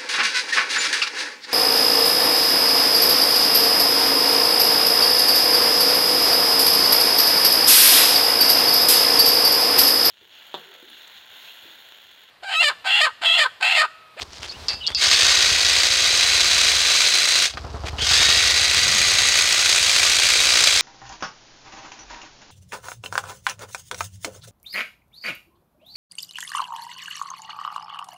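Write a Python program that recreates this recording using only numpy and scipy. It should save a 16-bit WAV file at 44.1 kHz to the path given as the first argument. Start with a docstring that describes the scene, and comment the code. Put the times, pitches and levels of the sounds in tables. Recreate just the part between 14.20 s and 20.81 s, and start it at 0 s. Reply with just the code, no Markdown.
"""Cordless hedge trimmer at work

After a few clinks the trimmer spins up, cuts along a hedge, stops for half a second and cuts on.
Its blades knock at each reversal and rattle in between, gears whine, twigs snap and leaves rustle.
Further off, in a faint wash of open air, a slow single-cylinder engine thumps and gathers speed."""
import sys
import numpy as np
from scipy import signal
from scipy.fft import rfft, irfft
from scipy.io import wavfile
from scipy.ndimage import uniform_filter1d

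SR = 44100
rng = np.random.default_rng(int(sys.argv[2]) if len(sys.argv) > 2 else 0)


def transcribe(u):
    """Save the signal u as a 16-bit wav file named by the first command-line argument.

    u: samples, shape (n,) or (channels, n), limited to [-1, 1]; the rate is SR.
    q: integer samples, one column per channel.
    """
    v = np.clip(np.atleast_2d(u).T, -1, 1)
    q = np.round(v * 32767).astype(np.int16)
    wavfile.write(sys.argv[1], SR, q)


N = 291501

# Tone of the blade bar and housing. Each row: frequency in Hz, gain in dB.
BODY_EQ = [(100, -25.5), (220, -24), (330, -17), (450, -13), (700, -13), (1000, -14), (1400, -6),
           (2000, -7), (3000, -4), (3700, -0.5), (4700, 0), (5600, -5.5), (7200, -9), (8400, -13.5),
           (10500, -27.5), (16000, -38)]
# Their resonances. Each row: centre in Hz, width in Hz, boost in dB.
BODY_PEAKS = [(1805, 180, 2.5), (2450, 300, 5), (2900, 420, 0.2), (4000, 160, 0.5), (4800, 510, 0),
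              (5660, 400, -1), (6300, 533, 3.5)]


def motor():
    """Each trigger pull spins the motor up at constant power; letting go brakes it evenly."""
    # Trigger held. Each row: pull in seconds, release in seconds.
    trigger = [(.7642, 3.25), (3.7663, 6.7)]
    # One pass over the hedge per pull. Each row: clatter attack in seconds, clatter level in dB,
    # hiss of the full cut in dB relative to that level.
    passes = [(0.059, -17, -9.5), (.16, -17.5, -5.5)]
    # Speed the motor settles at. Each row: time in seconds, full strokes per second.
    settled_speed = [(1.5, 29.352), (3.1, 29.784), (4.3, 29.58)]
    spin_up_s, brake_s, coast_s = .1386, .1074, .0052
    surge_s, surge_db = .19, 4  # the drive shakes hardest a moment after each pull
    entry_db, sink_s = -14, .93  # the hiss starts low and grows as the bar sinks into the foliage
    t = np.arange(N) / SR
    full_speed, = curves(settled_speed)
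    speed, surge, shake, cut_db = np.zeros((4, N))
    for (pull, release), (attack_s, db, full_cut_db) in zip(trigger, passes):
        age = np.maximum(t - pull, 0)
        spin_up = np.sqrt(1 - np.exp(-age / spin_up_s))
        brake = np.clip(1 - (t - release) / brake_s, 0, 1)
        speed += full_speed * spin_up * brake
        surge += (age / surge_s * np.exp(1 - age / surge_s)) ** 2
        shake += undb(db) * swell(pull, release + coast_s, attack_s, t60=.21)
        cut_db = np.where(t > pull, full_cut_db + entry_db * np.exp(-age / sink_s), cut_db)
    cut_db += 20 * np.log10(np.maximum(speed / full_speed, .01))  # slow blades shear fewer leaves
    return speed, surge, shake * undb(surge_db * surge), cut_db


def blades(strokes, shake, cut_db):
    """The blades knock with each stroke; loose teeth rattle, then bite and shear after each reversal."""
    # Knocks within one stroke. 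Each row: position as a share of the stroke, relative level in dB.
    contacts = [(.02, 0), (.06, -6.5), (.1, -22), (.18, -7.5), (.26, -8), (.38, -2), (.54, -5),
                (0.589, -3.5), (.64, -6), (.71, -2.5), (0.801, -2)]
    # Tone of leaves being cut. Each row: frequency in Hz, gain in dB.
    hiss_eq = [(2000, -29.5), (5000, 8), (8300, 2.5), (10500, -8.5), (13000, -18), (16000, -21)]
    sing_hz, sing_width_hz, sing_db = 6490, 190, -28.5
    knocks = 0
    for share, db in contacts:
        hits = undb(db) * pulses(strokes, share, jitter_s=.00022, scatter_db=3)
        knocks += ring(hits, t60=.038, direct=.36)  # each contact point rings in its own way
    sliding = undb(1.1 * np.cos(4 * np.pi * (strokes - .11)))
    loose_teeth = smear(grains(rate=700, spread_db=.5) * sliding, t60=.012)
    rattle = ring(loose_teeth, t60=.045, direct=1.29)
    clatter = unit(colour(unit(knocks) + undb(2.5) * rattle, BODY_EQ, BODY_PEAKS))
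    outward = pulses(strokes, .03, jitter_s=.0006, scatter_db=2)
    back = pulses(strokes, .63, jitter_s=.0006, scatter_db=2)
    bite = smear(outward + .6 * back, t60=.048)
    thud = unit(colour(bite, BODY_EQ, [(2360, 410, 11.1), (570, 150, 2.7)]))
    shear = smear(grains(rate=3200, spread_db=5.5) * sliding, t60=.0044)
    hiss = unit(colour(shear + .5 * unit(knocks) + .76 * bite, hiss_eq))
    # thicker growth means both more hiss and a harder bite
    cutting = undb(cut_db) * hiss + undb(1.2 + .85 * cut_db) * thud
    # the blades sing for a while where they rub
    sing = unit(band(band(rattle, sing_hz, sing_width_hz), sing_hz, sing_width_hz))
    rubbing = undb(sing_db) * swell(4.48, 5.6, attack_s=.3, t60=2.6)
    return shake * (undb(-1.57) * clatter + cutting) + rubbing * sing


def gears(strokes, speed, surge):
    """The crank loads the gears twice a stroke, splitting their whine; the shaken housing hums."""
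    # Whine as the tool is turned. Each row: time in seconds, mesh gain in dB, octave gain in dB.
    whine_levels = [(1.7, -34, -31), (2.1, -36, -25), (3.2, -37.5, -25.5), (4.4, -31, -28),
                    (5.25, -30, -32), (5.6, -40, -34), (6.3, -36, -28.5)]
    # Partials of the gear mesh. Each row: multiple of the stroke rate, relative level in dB.
    mesh_partials = [(62, -7), (66, 0), (68, -1), (70, -10), (109, -7)]
    # Housing hum. Each row: multiple of the stroke rate, level at top speed in dB.
    hum_partials = [(12, -54), (14, -52.5), (16, -57.5), (18, -53.5), (20, -58)]
    surge_db = 8
    mesh_db, octave_db = curves(whine_levels)
    turn = 2 * np.pi * strokes
    play = .15 * walk(120)
    mesh = sum(undb(db) * np.sin(k * turn + play + rng.uniform(0, 2 * np.pi)) for k, db in mesh_partials)
    backlash = .9 * walk(170)  # roughens the octave of the mesh tone
    octave = np.sin(136 * turn + .56 * np.sin(2 * turn) + backlash) * undb(2.25 * walk(150))
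    hum = sum(undb(db + 2.8 * walk(5.5)) * np.sin(k * turn + rng.uniform(0, 2 * np.pi))
              for k, db in hum_partials)
    whine = undb(surge_db * surge) * (undb(mesh_db) * mesh + undb(octave_db) * unit(octave))
    return (whine + hum) * (speed / speed.max()) ** 6  # slow gears are nearly silent


def twigs(strokes, speed, cut_db):
    """Each bite on a twig jolts the blade bar with a short crunch; thick ones can take several strokes."""
    # Thick twigs. Each row: start in seconds, first jolt in dB, strokes needed to cut through.
    thick_twigs = [(.837, -4, 1), (.928, -1.5, 1), (2.2055, 1.5, 1), (2.41, -1, 1), (2.4924, -4, 1),
                   (3.8189, -8, 1), (3.9402, -3, 1), (6.321, -2, 1), (6.3545, 2, 2), (6.438, 2, 3)]
    thin_chance, thin_db = .1, -2  # thin twigs are caught at random, louder the deeper the cut
    rebite_db, crunch_t60_s = -4.5, .045
    caught = rng.random(N) < thin_chance
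    jolts = caught * pulses(strokes, .03, jitter_s=.00065, scatter_db=1.5) * undb(thin_db + cut_db)
    for start, db, bites in thick_twigs:
        for k in range(bites):
            add(jolts, start + k / speed[int(start * SR)], undb([db + k * rebite_db]))
    envelope = signal.lfilter([1], [1, -np.exp(-np.log(1000) / (crunch_t60_s * SR))], jolts)
    return colour(envelope * np.tanh(rng.standard_normal(N)), BODY_EQ, BODY_PEAKS)


def blade_clinks():
    """The blade clacks at each strike and rings for a while after, buzzing against its guide; some strikes
    barely ring."""
    # Slack taken up in the blades. Each row: start in seconds, gain in dB, amount of ring from 0 to 1.
    strikes = [(.484, -13, .7), (.4905, -15, .5), (.497, -19, .6), (.532, -24.5, 1), (.6665, -12.5, .03),
               (.673, -10, .03), (.678, -10, .05), (.748, -10, .6)]
    # Bending modes of the blade. Each row: frequency in Hz, relative level in dB, t60 in seconds.
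    modes = [(2676, -15, .3), (3335, -16, .35), (3677, -19, .3), (4011, -14, .15), (4339, -6, .2),
             (4660, 0, .25), (4990, -3, .24), (5335, -14, .1), (5669, -19, .1), (6350, -21, .06),
             (7400, -22, .04)]
    out, t = np.zeros(N), np.arange(SR // 2) / SR
    for start, db, ring_amount in strikes:
        buzz = .45 * walk(600)[:len(t)]
        ringing = 0
        for hz, mode_db, t60 in modes:
            phase = 2 * np.pi * hz * t + buzz + rng.normal(0, .66)
            ringing += undb(mode_db) * np.sin(phase) * fade(t60, len(t))
        crack = rng.standard_normal(len(t)) * fade(.0094, len(t))
        clack = band(band(crack, 4600, 680), 4600, 1500)
        clack /= np.abs(clack).max()
        add(out, start, undb(db) * (undb(-2.5) * ring_amount * ringing + undb(2) * clack))
    return signal.sosfilt(signal.butter(3, 9000, fs=SR, output="sos"), out)


def drive_clacks():
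    """Play in the drive closes with a dull knock of the housing as it stops and takes up again."""
    # Each row: start in seconds, level of the first 10 ms in dB, t60 in seconds, resonance in Hz.
    knocks = [(3.336, -36, 0.043, 4550), (3.371, -28.5, 0.068, 1400), (3.784, -27, 0.12, 2980)]
    # Tone of the knocked housing. Each row: frequency in Hz, gain in dB.
    housing_eq = [(100, -7), (500, -1), (1000, 1), (3000, -1), (5000, -5), (7000, -21), (16000, -40)]
    out, n = np.zeros(N), SR // 4
    attack = np.minimum(np.arange(n) / SR / .0021, 1)
    for start, db, t60, hz in knocks:
        burst = rng.standard_normal(n) * attack * fade(t60, n)
        knock = colour(burst, housing_eq, [(hz, .37 * hz, 9)])
        onset_rms = np.sqrt(np.mean(knock[:SR // 100] ** 2))
        add(out, start, undb(db) * knock / onset_rms)
    return out


def squeaks():
    """Short, thin squeaks that waver as they glide."""
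    # Each row: start in seconds, length in seconds, first pitch in Hz, last pitch in Hz, level in dB.
    glides = [(0.289, .021, 4670, 4000, -28), (.301, .036, 4200, 5150, -34), (.317, .06, 2330, 3200, -42),
              (0.601, 0.045, 3050, 2900, -31), (.624, 0.075, 2790, 2950, -30.5),
              (0.625, .045, 3800, 3500, -31), (.649, 0.061, 3360, 3330, -28),
              (0.697, .061, 3380, 3380, -36), (3.792, .073, 3150, 3200, -22),
              (3.931, 0.024, 4830, 4750, -17)]
    out, waver = np.zeros(N), .04 * walk(770)
    for start, length, first_hz, last_hz, db in glides:
        n = int(length * SR)
        hz = np.linspace(first_hz, last_hz, n) * (1 + waver[int(start * SR):][:n])
        tone = np.sin(2 * np.pi * np.cumsum(hz) / SR)
        add(out, start, undb(db) * tone * signal.windows.tukey(n, .7))
    return out


def dry_crackle():
    """A brief click at the very start, then short swells of dry crackle."""
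    # Each row: start in seconds, length in seconds, level in dB, centre of a broad boost in Hz.
    bursts = [(0, 0.036, -32, 3620), (0.083, 0.29, -43.5, 4720), (0.214, .058, -38.5, 3000),
              (0.48, 0.079, -36, 2370), (0.672, 0.062, -37.5, 1500), (3.28, 0.64, -49.5, 4800),
              (3.651, 0.049, -33.5, 2300)]
    crackle_eq = [(100, -14), (400, -.5), (5000, -3), (8000, -12), (16000, -35)]
    out, crackle = np.zeros(N), smear(grains(rate=2300, spread_db=4.5), t60=.0033)
    for start, length, db, hz in bursts:
        n = int(length * SR)
        burst = colour(crackle[int(start * SR):][:n], crackle_eq, [(hz, hz, 8)])
        add(out, start, undb(db) * unit(burst * signal.windows.tukey(n, .4)))
    return out


def far_engine():
    """Each firing thumps the exhaust and puffs gas, as hard as the throttle is set; a dull echo follows."""
    # Engine speed. Each row: time in seconds, firings per second.
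    firing_rate = [(0.0, 5.84), (0.7, 5.85), (1.3, 7.26), (2.0, 9.14), (2.65, 10.45), (3.35, 9.8),
                   (4.0, 11.56), (4.5, 12.8), (4.85, 13.52), (6.61, 13.8)]
    # Throttle settings, each held until the next. Each row: start in seconds, level in dB.
    throttle = [(0, -50.5), (.78, -45), (2.68, -55), (3.34, -35), (4.15, -40), (5.1, -45.5)]
    # Exhaust resonances. Each row: centre in Hz, width in Hz, gain in dB.
    exhaust_modes = [(55.7, 8.3, -15), (71.6, 17, 15), (100, 22, 3.5), (126, 18, -14), (190, 90, -20)]
    # Tone of the gas and valve noise. Each row: frequency in Hz, gain in dB.
    puff_eq = [(100, 0.5), (300, 2), (700, 3.5), (1300, 0), (2200, -18), (5000, -34), (16000, -49)]
    ease_s, echo_s = .17, .052
    rate, = curves(firing_rate)
    level_db = np.zeros(N)
    for start, db in throttle:
        level_db[int(start * SR):] = db
    level_db = uniform_filter1d(level_db, int(ease_s * SR))
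    cycles = np.cumsum(rate) / SR - .12
    firing = pulses(cycles, 0, jitter_s=.00054, scatter_db=1.1) / np.sqrt(rate)
    pipe = sum(undb(db) * band(firing, hz, width) for hz, width, db in exhaust_modes)
    thump = signal.sosfilt(signal.butter(3, [42, 150], "band", fs=SR, output="sos"), pipe)
    echo = np.pad(band(thump, 61, 43), (int(echo_s * SR), 0))[:N]
    gas_flow = .26 + np.exp(-(cycles % 1) / .32)
    puff = colour(rng.standard_normal(N) * gas_flow, puff_eq)
    return undb(level_db) * (unit(thump + .91 * echo) + undb(-4) * unit(puff))


def open_air():
    """A faint outdoor wash that swells slowly, with one short low rumble."""
    # Tone of the wash. Each row: frequency in Hz, gain in dB.
    air_eq = [(25, -19), (60, 6.5), (150, -8), (300, -9.5), (1000, -7.5), (2000, -13), (4700, -10),
              (7000, -20.5), (10000, -29), (16000, -38)]
    wash = undb(-44) * unit(colour(rng.standard_normal(N), air_eq)) * undb(3.9 * walk(5.87))
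    rumble = unit(band(band(rng.standard_normal(N), 147, 123), 150, 130))
    return wash + undb(-39.5) * swell(4.5, 4.76, attack_s=.22, t60=.45) * rumble


def undb(db):
    """Decibels to gain."""
    return 10 ** (np.asarray(db) / 20)


def unit(x):
    """Scale to an rms of 1."""
    return x / np.sqrt(np.mean(x ** 2) + 1e-20)


def curves(table):
    """Automation lines: each column after the first, ramped between the times in the first."""
    times, *columns = np.transpose(table)
    return [np.interp(np.arange(N) / SR, times, column) for column in columns]


def walk(rate):
    """Smooth random drift with an rms of 1 and `rate` new targets a second."""
    step = max(int(SR / rate), 1)
    held = np.repeat(rng.standard_normal(N // step + 1), step)
    return unit(uniform_filter1d(uniform_filter1d(held, step), step)[:N])


def colour(x, points, peaks=()):
    """Minimum-phase EQ through (Hz, dB) points with (Hz, width in Hz, dB) resonances on top."""
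    size = 4096
    hz = np.maximum(np.arange(size // 2 + 1) * SR / size, 1)
    point_hz, point_db = np.transpose(points)
    db = np.interp(np.log(hz), np.log(point_hz), point_db)
    db += sum(boost / (1 + (2 * (hz - centre) / width) ** 2) for centre, width, boost in peaks)
    cepstrum = irfft(np.log(undb(db)))
    cepstrum[1:size // 2] *= 2  # folded forward, so nothing rings ahead of a hit
    cepstrum[size // 2 + 1:] = 0
    return signal.fftconvolve(x, irfft(np.exp(rfft(cepstrum))))[:len(x)]


def band(x, hz, width):
    """One resonance, gain 1 at its centre."""
    return signal.lfilter(*signal.iirpeak(hz, hz / width, fs=SR), x)


def fade(t60, count):
    """Exponential decay, 60 dB down after t60 seconds."""
    return np.exp(-np.log(1000) * np.arange(count) / SR / t60)


def swell(start, end, attack_s, t60):
    """Even rise from start, hold until end, then an exponential fall."""
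    t = np.arange(N) / SR
    return np.clip((t - start) / attack_s, 0, 1) * np.exp(-np.log(1000) * np.maximum(t - end, 0) / t60)


def ring(x, t60, direct):
    """Crowded plate modes: a sharp crack followed by a noisy decay."""
    tail = rng.standard_normal(4096) * fade(t60, 4096)
    tail /= np.linalg.norm(tail)
    tail[0] += direct
    return signal.fftconvolve(x, tail / np.linalg.norm(tail))[:N]


def smear(x, t60):
    """Each click becomes its own short burst of noise."""
    energy = signal.lfilter([1], [1, -np.exp(-2 * np.log(1000) / (t60 * SR))], x ** 2)
    return unit(np.sqrt(energy) * rng.standard_normal(N))


def pulses(turns, share, jitter_s, scatter_db):
    """One pulse a turn at a given share of it, uneven in time and size."""
    at = np.flatnonzero(np.diff(np.floor(turns - share)) > 0)
    timing, size = rng.standard_normal((len(at), 2)).T
    at = np.clip(at + (jitter_s * SR * timing).astype(int), 0, N - 1)
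    return np.bincount(at, undb(scatter_db * np.clip(size, -2, 2)), N)


def grains(rate, spread_db):
    """Random tiny clicks, about `rate` a second; a wide spread makes a few stand out."""
    size = undb(spread_db * np.minimum(rng.exponential(size=N), 4))
    return (rng.random(N) < rate / SR) * size * rng.choice([-1, 1], N)


def add(out, start, sound):
    """Mix a sound in at `start` seconds."""
    i = max(int(start * SR), 0)
    out[i:i + len(sound)] += sound[:max(N - i, 0)]


def scene():
    """The trimmer close by, the engine and the open air behind it, in mono."""
    speed, surge, shake, cut_db = motor()
    strokes = np.cumsum(speed) / SR
    running = blades(strokes, shake, cut_db) + gears(strokes, speed, surge)
    running += twigs(strokes, speed, cut_db)
    small_sounds = blade_clinks() + drive_clacks() + squeaks() + dry_crackle()
    return (running + small_sounds + far_engine() + open_air())[None]


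def record(dry):
    """The microphone rounds the highest peaks; a steep low-pass cuts the top."""
    top_hz = 15800
    rounded = 1.44 * np.tanh(dry / 1.354)
    return signal.sosfilt(signal.ellip(10, .2, 80, top_hz, fs=SR, output="sos"), rounded)


dry = scene()
out = record(dry)
transcribe(out)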